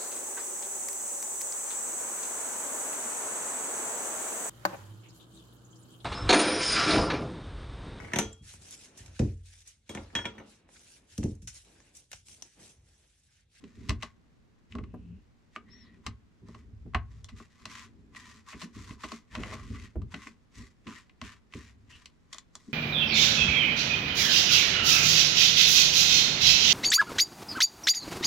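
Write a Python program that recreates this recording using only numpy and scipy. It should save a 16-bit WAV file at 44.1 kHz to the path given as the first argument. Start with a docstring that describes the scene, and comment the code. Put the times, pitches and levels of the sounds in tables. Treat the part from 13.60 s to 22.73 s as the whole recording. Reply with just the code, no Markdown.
"""A flat screwdriver works a plastic cap round in the casing of a motor lying on a wooden bench.
The blade clicks in and out of its slot, ringing cap, steel and casing. Tiny slips make the cap scrape
in short strokes; it squeaks once by stick-slip and grinds once where it binds. The hands jolt, bump and
lean on the heavy motor, which rumbles and groans on the wood. Heard close by in a small, quiet shed."""
import sys
import numpy as np
from scipy import signal
from scipy.fft import rfft, irfft
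from scipy.io import wavfile
from scipy.ndimage import uniform_filter1d

SR = 44100
rng = np.random.default_rng(int(sys.argv[2]) if len(sys.argv) > 2 else 0)


def bounce(signal):
    """Save signal as a 16-bit WAV file at the path given by the first command-line argument."""
    frames = np.transpose(np.atleast_2d(signal))
    limited = np.clip(frames, -1, 1)
    pcm = np.round(limited * 32767).astype(np.int16)
    wavfile.write(sys.argv[1], SR, pcm)


N = 402633

# Modes of plastic cap, steel blade and motor casing. Each row: frequency in Hz, width in Hz, gain in dB.
CAP_RESONANCES = [(1061.6, 67, 19.5), (1182, 64, 6), (1370, 110, -0.5), (1979, 103, 10), (2490, 110, 4)]
BLADE_RESONANCES = [(2808, 240, 4.5), (4086, 180, 6), (4650, 200, 2.5), (5950, 440, 5.5), (7680, 160, 11)]
CASING_RESONANCES = [(169.3, 16, -3), (228, 23, 3.5), (292.3, 44, -5.5), (397.2, 46.3, -7.5)]
STROKE_RISE_DB_PER_S, STROKE_FALL_DB_PER_S = 599, 337.5


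def from_db(db):
    """Decibels to gain."""
    return 10 ** (np.asarray(db) / 20)


def unit_rms(x):
    """x scaled to rms 1."""
    return x / np.sqrt(np.mean(x ** 2) + 1e-20)


def levelled(pair, window_s):
    """Mid/side pair with the mid's running rms held near 1."""
    size = int(window_s * SR)
    power = uniform_filter1d(uniform_filter1d(pair[0] ** 2, size), size)
    return pair / np.sqrt(np.abs(power) + 1e-20)


def tracks(rows):
    """Rows of time in seconds and values, interpolated to one track per value."""
    times_s, *columns = np.transpose(rows)
    return [np.interp(np.arange(N) / SR, times_s, column) for column in columns]


def drift(knots_per_s):
    """Random wander of rms 1."""
    knots = rng.standard_normal(N)
    return unit_rms(np.interp(np.arange(N) / SR * knots_per_s, np.arange(N), knots))


def swell(start_s, hold_s, rise_db_per_s=STROKE_RISE_DB_PER_S, fall_db_per_s=STROKE_FALL_DB_PER_S,
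          fade_db=0):
    """Envelope: rises to 1 at start_s, loses fade_db over hold_s, then dies away."""
    lead_s, tail_s = 80 / rise_db_per_s, 80 / fall_db_per_s  # 80 dB each way
    span = np.arange(max(int((start_s - lead_s) * SR), 0), min(int((start_s + hold_s + tail_s) * SR), N))
    age_s = span / SR - start_s
    rise_db = rise_db_per_s * np.minimum(age_s, 0)
    droop_db = fade_db * np.clip(age_s / (hold_s + 1e-9), 0, 1)
    fall_db = fall_db_per_s * np.maximum(age_s - hold_s, 0)
    envelope = np.zeros(N)
    envelope[span] = from_db(rise_db - droop_db - fall_db)
    return envelope


def power_sum(events, resting_db):
    """Pairs of envelope and level in dB, added in power over a resting level."""
    return np.sqrt(from_db(resting_db) ** 2 + sum((from_db(db) * gain) ** 2 for gain, db in events))


def band(x, low_hz, high_hz):
    """Causal band-pass."""
    sos = signal.butter(2, [low_hz, min(high_hz, SR / 2 - 1)], "band", fs=SR, output="sos")
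    return signal.sosfilt(sos, x)


def colour(x, spectrum, size=4096):
    """Minimum-phase filter through points of frequency in Hz and gain in dB; no pre-ring."""
    hz, db = np.transpose(spectrum)
    gain = from_db(np.interp(np.log(np.fft.rfftfreq(size, 1 / SR) + 1), np.log(hz), db))
    cepstrum = irfft(np.log(gain))[:size // 2]
    cepstrum[1:] *= 2
    response = irfft(np.exp(rfft(cepstrum, size)))
    return signal.fftconvolve(x, response[None], axes=1)[:, :x.shape[1]]


def resonance(x, hz, width_hz):
    """Two-pole resonator, peak gain 1."""
    radius = np.exp(-np.pi * width_hz / SR)
    feedback = [1, -2 * radius * np.cos(2 * np.pi * hz / SR), radius ** 2]
    return signal.lfilter(np.array([1, 0, -1]) * (1 - radius ** 2) / 2, feedback, x + 1e-18)


def gliding_resonance(x, hz, width_hz):
    """Resonator whose centre follows the track hz, peak gain 1."""
    phasor = np.exp(2j * np.pi * np.cumsum(hz) / SR)
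    radius = np.exp(-np.pi * width_hz / SR)
    return 2 * np.real(phasor * signal.lfilter([1 - radius], [1, -radius], x / phasor + 1e-18))


def ringing(x, modes):
    """A body's modes driven by x, summed with alternating sign."""
    return sum((-1) ** k * from_db(db) * resonance(x, hz, width_hz)
               for k, (hz, width_hz, db) in enumerate(modes))


def peaked(x, modes):
    """x boosted or cut at each mode."""
    return x + sum((from_db(db) - 1) * resonance(x, hz, width_hz) for hz, width_hz, db in modes)


def slips(per_s):
    """Friction force: sparse random impulses, mid/side."""
    return (rng.random(N) < per_s / SR) * rng.standard_normal((2, N))


def crunch(slip_ms, size, give_ms=1.0):
    """Spectrally flat burst of tiny slips, drawn out by the give of the plastic; mid/side."""
    age = np.arange(size) / SR * 1000 / (slip_ms / 2 + give_ms)
    envelope = np.sqrt(age) * np.exp(-age)
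    force = rng.standard_normal((2, size)) * envelope
    whitened = irfft(np.exp(1j * np.angle(rfft(force))))
    return whitened * envelope


def stick_slip(curve, waver=0.0032, ramp_s=0.01):
    """Gliding tone of two surfaces that stick and slip regularly."""
    hz, db = tracks(curve)
    t = np.arange(N) / SR
    gate = np.clip(np.minimum(t - curve[0][0], curve[-1][0] - t) / ramp_s, 0, 1)
    phase = 2 * np.pi * np.cumsum(hz * (1 + waver * drift(300))) / SR
    return gate * from_db(db) * np.sqrt(2) * np.sin(phase)


def still_air(level_db=-66.5):
    """Faint, diffuse hush of the shed; left/right."""
    # Each row: frequency in Hz, gain in dB.
    spectrum = [(20, -3), (65, 4.5), (200, -2), (660, -17), (1860, -20.5), (6900, -35), (15000, -50)]
    mid, side = from_db(level_db) * unit_rms(colour(rng.standard_normal((2, N)), spectrum))
    return mid + side * [[1], [-1]]


def cap_scrape(glide=0.028, wander_db=4.5, wander_per_s=25, judder_db=1.82, judder_per_s=90):
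    """Tiny slips in uneven clumps shake cap and blade; the sharpest hiss."""
    # Pushes on the cap. Each row: start and length in seconds, level in dB, fade in dB, hiss re level in dB.
    strokes = [(0.014, 0.32, -73.5, -9, -4), (0.412, 0.037, -59.5, -5.5, -7), (1.115, 0.065, -65.5, 15, -7),
               (1.963, 0.014, -54.5, 28, -5.5), (2.085, 0.28, -72, 0.5, -18), (2.466, 0.044, -57, 15, -8),
               (2.877, 0.13, -68, -0.5, -6), (3.515, 0.24, -69.5, 14, -3.5), (3.77, 0.1, -56.5, 13, -5.5),
               (3.903, 0.12, -71.5, -8.5, -4.5), (4.1, 0.13, -50.5, -0.5, -6), (4.566, 0.09, -47.5, 14, -7),
               (4.671, 0.12, -56, 6, -5.5), (4.889, 0.11, -50.5, 16, -4.5), (5.012, 0.03, -46, 8, -4),
               (5.152, 0.17, -56.5, 1.5, -4), (5.411, 0.15, -53.5, -0.5, -5),
               (5.731, 0.21, -52, -4.5, -8.5), (5.95, 0.3, -58.5, -4.5, -7.5),
               (6.523, 0.15, -60.5, -8, -6.5), (6.959, 0.12, -54, 10.5, -3.5), (7.279, 0.11, -53, 0, -7.5),
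               (7.646, 0.084, -50, 5.5, -8), (7.947, 0.15, -54.5, 7, -5), (8.309, 0.19, -57, 17, -4.5),
               (8.729, 0.041, -59, -1, -5), (8.948, 0.21, -70, 3, 0.5)]
    # Grip shifts the cap's modes. Each row: time in seconds, pitch ratio.
    grip_curve = [(5.2, 0.97), (6.6, 1.01), (7.02, 0.98), (7.68, 0.96), (8.03, 0.96)]
    # Friction spectra. Each row: frequency in Hz, gain in dB.
    rub_spectrum = [(200, -29.5), (850, -16.5), (1150, -1.5), (1600, 3.5), (2200, 4), (3300, 1),
                    (4300, -10.5), (8000, -52.5)]
    hiss_spectrum = [(1500, -32.5), (3700, -1.5), (6800, -3), (9000, -12.5), (13000, -24), (16000, -43)]
    rubs, hisses = [], []
    for start_s, length_s, db, fade_db, hiss_db in strokes:
        push = swell(start_s, length_s, fade_db=fade_db)
        rubs.append((push, db))
        hisses.append((push, db + hiss_db))
    force = slips(per_s=3000)
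    grip, = tracks(grip_curve)
    shake = force.copy()
    # The contact point travels, so each mode wanders in pitch and level.
    for modes, share in [(CAP_RESONANCES, 1), (BLADE_RESONANCES, 0.21)]:
        for hz, width_hz, db in modes:
            ring = gliding_resonance(force, hz * grip * (1 + glide * drift(wander_per_s)), width_hz)
            shake += share * (from_db(db) - 1) * ring * from_db(wander_db * drift(wander_per_s))
    rub = power_sum(rubs, resting_db=-88) * levelled(colour(shake, rub_spectrum), window_s=0.17)
    hiss = power_sum(hisses, resting_db=-87) * levelled(colour(shake, hiss_spectrum), window_s=0.13)
    judder = unit_rms(from_db(judder_db * drift(judder_per_s)))
    return judder * (rub + hiss)


def blade_clicks(casing_db=-14.0, hollow_hz=730, hollow_width_hz=80, hollow_onset_db=-34.5, size=4096):
    """Short crunches ring cap and blade; dull ones also the casing, glancing ones the tip."""
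    # Each row: start in seconds, level near 1 kHz in dB, clack (1.5-4 kHz) and snap (over 4 kHz)
    # in dB re that level, slip time in ms.
    contacts = [(0.039, -67, 5, -2.5, 3.9), (0.287, -63.5, 9, 7.5, 3.3), (0.293, -42.5, 4, 3, 3.1),
                (0.305, -40, -4, -10, 1.7), (0.4239, -55, 12, 1, 4.2), (0.43, -41.5, -6.5, -7, 4.4),
                (1.122, -72, 22, 1.5, 2.2), (1.152, -46.5, -12.5, -18, 2.3), (1.184, -49.5, -6, -23, 4.4),
                (1.237, -60, -2.5, -16, 5.9), (1.961, -41.5, -2.5, -27, 1.1), (2.464, -44, -3.5, -1, 4.2),
                (2.468, -45, -3, -11, 3.3), (2.885, -61.5, -25.5, -6, 2.3), (2.945, -53.5, -8, -17, 8.7),
                (3.335, -55, -8, -24, 4.3), (3.346, -29.5, -3.5, -21.5, 5.1), (3.644, -67.5, 6, 12.5, 0.46),
                (3.685, -58.5, 1, -3, 20), (3.801, -53, -14.5, -27, 0.75), (4.054, -48.5, 0, 0, 4.4),
                (4.547, -59, 0, -12, 5.7), (4.924, -51, 3.5, -32, 24), (5.015, -47, -3, -3, 12.3),
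                (5.306, -55.5, 1, -14, 4.9), (5.434, -39.5, -7, -13, 21.2), (5.517, -43, -11, -8.5, 8.9),
                (5.751, -43.5, -0.5, -9, 3.8), (5.834, -45, 3, -15, 2), (5.923, -46, -12, -9, 29),
                (6.417, -60, -10.5, -13.5, 6.2), (6.541, -43.5, -8, -22, 0.94),
                (6.543, -43.5, -1.5, -12, 3.1), (6.67, -52, 4, -34, 2), (7.268, -52.5, 2, -11, 6.6),
                (7.495, -72, 10, -6.5, 3), (7.6147, -46, -3, -7.5, 2.7), (7.924, -71, 11, -5, 2.9),
                (7.937, -56, 8.5, -6.5, 1.9), (8.457, -69, 14.5, 14.5, 3.4), (8.728, -56.5, 7.5, 9, 8.4),
                (8.744, -56.5, -6, 2, 2.5), (8.783, -58, 2, 8.5, 1.3), (8.953, -55.5, -5.5, 6, 2.4)]
    # Prying strains the cap and raises its ring. Each row: time in seconds, pitch ratio.
    strain_curve = [(1.1, 1.025), (1.96, 1.15), (2.55, 1.02)]
    # Freely ringing tip. Each row: frequency in Hz, width in Hz, gain in dB.
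    tip_modes = [(2750, 1400, -18), (3520, 110, 10), (7060, 170, 17.5), (9090, 300, 10)]
    # Impact spectrum. Each row: frequency in Hz, gain in dB.
    knock_spectrum = [(250, -19.5), (490, -24), (650, -8.5), (880, -12.5), (1700, -0.5), (3000, 3),
                      (6000, -8), (11000, -24.5), (16000, -41.5)]
    clicks = np.zeros((2, N + size))
    for start_s, db, clack_db, snap_db, slip_ms in contacts:
        force = crunch(slip_ms, size)
        strain = np.interp(start_s, *np.transpose(strain_curve))
        cap_modes = [(hz * strain, width_hz, gain_db) for hz, width_hz, gain_db in CAP_RESONANCES]
        ring = peaked(colour(force, knock_spectrum), cap_modes)
        ring = peaked(ring, BLADE_RESONANCES)
        hollow_db = 1.5 * max(db - hollow_onset_db, 0)  # a hard blow rings the hollow under the cap
        ring = peaked(ring, [(hollow_hz, hollow_width_hz, hollow_db)])
        if snap_db > max(clack_db, 0):
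            ring = peaked(ring, tip_modes)
        # A soft face knocks, a hard edge snaps: three bands, each set by its energy.
        energy = np.abs(rfft(ring[0])) ** 2 * 2 / size
        bands = np.split(energy, np.array([600, 1500, 4000]) * size // SR)[1:]
        gains_db = db + np.array([0, clack_db, snap_db]) - 10 * np.log10([b.sum() for b in bands])
        ring = colour(ring, list(zip([1200, 2400, 5000], gains_db)))
        casing = ringing(force, CASING_RESONANCES)
        casing *= from_db(db + casing_db - clack_db) / np.linalg.norm(casing[0])
        onset = int(start_s * SR)
        clicks[:, onset:onset + size] += ring + casing
    return clicks[:, :N] * np.sqrt(0.02 * SR)  # levels are rms over 20 ms


def rumble(modes, top_hz):
    """Soft, uneven pushes of the hands ring low modes."""
    pushes = band(rng.standard_normal((2, N)), 12, top_hz)
    return levelled(ringing(pushes, modes), window_s=0.056)


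def motor_rocking():
    """Jolts and leaning hands rock the motor: the bench rumbles, the casing drones."""
    # Each row: start in seconds, bench level in dB, casing level in dB.
    jolts = [(0.04, -59, -45), (0.298, -27, -33.5), (1.156, -41.5, -33.5), (1.197, -36, -40),
             (1.346, -52, -41), (2.473, -37, -44), (2.826, -50.5, -49.5), (3.259, -47, -46),
             (3.353, -28, -56), (3.728, -42, -49.5), (4.062, -54, -50), (4.948, -51.5, -46),
             (5.037, -67, -40), (5.167, -43, -44.5), (5.311, -46, -45.5), (5.451, -51, -46),
             (5.53, -65, -45), (5.783, -38.5, -34.5), (6.109, -36.5, -38.5), (6.368, -30.5, -38),
             (6.421, -36.5, -45.5), (6.546, -50, -42), (6.67, -66, -48), (7.272, -52, -39.5),
             (7.627, -44.5, -44.5), (7.957, -44, -41), (9.086, -68, -44)]
    # Each row: start and length in seconds, bench level in dB, casing level in dB.
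    leans = [(0.181, 0.1, -50, -51), (1.125, 0.45, -50, -57.5), (2.014, 0.4, -63, -60.5),
             (2.873, 0.27, -53.5, -61.5), (3.133, 0.53, -48, -68), (4.032, 0.77, -61, -61.5),
             (5.16, 0.16, -51, -58), (5.74, 0.51, -46.5, -53.5), (6.39, 0.11, -60, -68),
             (6.986, 0.037, -46.5, -50.5), (7.957, 0.41, -59, -69.5)]
    # Each row: frequency in Hz, width in Hz, gain in dB.
    bench_modes = [(59.8, 12.7, 0.47), (79.1, 18.4, -1.6), (105.8, 11.7, 0.98)]
    bench, casing = [], []
    for start_s, bench_db, casing_db in jolts:
        bench.append((swell(start_s, 0, rise_db_per_s=1495, fall_db_per_s=173.5), bench_db))
        casing.append((swell(start_s, 0, rise_db_per_s=1495, fall_db_per_s=241), casing_db))
    for start_s, length_s, bench_db, casing_db in leans:
        weight = swell(start_s, length_s, rise_db_per_s=496, fall_db_per_s=268.5)
        bench.append((weight, bench_db))
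        casing.append((weight, casing_db))
    bench_rumble = power_sum(bench, resting_db=-78) * rumble(bench_modes, top_hz=150)
    casing_drone = power_sum(casing, resting_db=-72.5) * rumble(CASING_RESONANCES, top_hz=395)
    return bench_rumble + casing_drone


def blade_chafe():
    """The flat of the blade slides on plastic: a thin rasp round one pitch per slide."""
    # Each row: start and length in seconds, pitch in Hz, width in Hz, level in dB.
    slides = [(1.274, 0.31, 2700, 500, -79), (2.074, 0.25, 1920, 200, -69), (2.108, 0.17, 3780, 1100, -72),
              (8.322, 0.031, 2840, 500, -58.5)]
    friction = rng.standard_normal((2, N))
    chafe = np.zeros((2, N))
    for start_s, length_s, hz, width_hz, db in slides:
        rasp = resonance(resonance(friction, hz, width_hz), hz, width_hz)
        chafe += from_db(db) * swell(start_s, length_s) * unit_rms(rasp)
    return chafe


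def hand_bumps():
    """A soft hand hits the casing: dull thuds, no snap."""
    # Each row: start in seconds, level in dB.
    bumps = [(1.341, -40.5), (3.261, -50.5), (6.357, -39)]
    # Each row: frequency in Hz, gain in dB.
    thud_spectrum = [(100, -6), (380, 0), (550, -9.5), (1050, -14.5), (4000, -50)]
    push = sum(from_db(db) * swell(start_s, 0, rise_db_per_s=14000, fall_db_per_s=1400)
               for start_s, db in bumps)
    return push * levelled(colour(rng.standard_normal((2, N)), thud_spectrum), window_s=0.01)


def casing_groan():
    """The casing creeps on the wood: low stick-slip tone."""
    # Each row: time in seconds, pitch in Hz, level in dB.
    groan_curve = [(1.42, 181, -57), (1.52, 169.6, -45), (1.585, 206, -55)]
    return stick_slip(groan_curve)


def cap_squeak():
    """The blade sticks and slips on the cap: high tone."""
    # Each row: time in seconds, pitch in Hz, level in dB.
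    squeak_curve = [(2.09, 5000, -82), (2.125, 5500, -59), (2.185, 5700, -67.5), (2.22, 5420, -62),
                    (2.255, 5060, -76)]
    return stick_slip(squeak_curve)


def cap_grind():
    """The cap binds under heavy pressure; coarse slips shake the hollow beneath it."""
    # Each row: start and length in seconds, level in dB.
    binds = [(5.76, 0.19, -52.5)]
    # Each row: frequency in Hz, gain in dB.
    grind_spectrum = [(150, -10), (400, 0), (1500, -3), (2100, -15), (9000, -45)]
    pressure = sum(from_db(db) * swell(start_s, length_s) for start_s, length_s, db in binds)
    return pressure * unit_rms(colour(slips(per_s=900), grind_spectrum))


def shed_echoes(pair, gap_s=0.005, size=16384):
    """Dense echoes of the mid signal off bench and wooden walls; treble dies first."""
    # Each row: band centre in Hz, 60 dB decay time in seconds, gain in dB.
    echo_bands = [(454, 0.11, -0.5), (1210, 0.24, -15), (2930, 0.12, -9.5), (7600, 0.075, -9)]
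    t = np.arange(size) / SR
    response = np.zeros((2, size))
    for hz, t60_s, db in echo_bands:
        tail = rng.standard_normal((2, size)) * from_db(-60 * t / t60_s) * (t > gap_s)
        tail /= np.linalg.norm(tail[0])
        response += from_db(db) * band(tail, hz / np.sqrt(3), hz * np.sqrt(3))
    return signal.fftconvolve(pair[:1], response, axes=1)[:, :N]


def stereo(pair, left_over_right_db):
    """Mid/side to left/right: narrow bass, wide treble."""
    # Each row: frequency in Hz, side gain in dB.
    side_spectrum = [(60, -12.5), (1100, -12), (5000, -4.5)]
    side = colour(pair[1:], side_spectrum)
    balance = from_db([[left_over_right_db / 2], [-left_over_right_db / 2]])
    return (pair[0] + side * [[1], [-1]]) * balance


def scene():
    """Tool work with its echoes, the motor on the bench, and still air."""
    work = blade_clicks() + hand_bumps() + cap_squeak() + cap_scrape() + cap_grind() + blade_chafe()
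    work += shed_echoes(work)
    motor = motor_rocking() + casing_groan()
    return stereo(work, left_over_right_db=1.6) + stereo(motor, left_over_right_db=-0.35) + still_air()


def record(dry):
    """Steep low-pass."""
    stop_hz, stop_db = 16400, 60
    return signal.sosfilt(signal.cheby2(14, stop_db, stop_hz, fs=SR, output="sos"), dry)


dry = scene()
out = record(dry)
bounce(out)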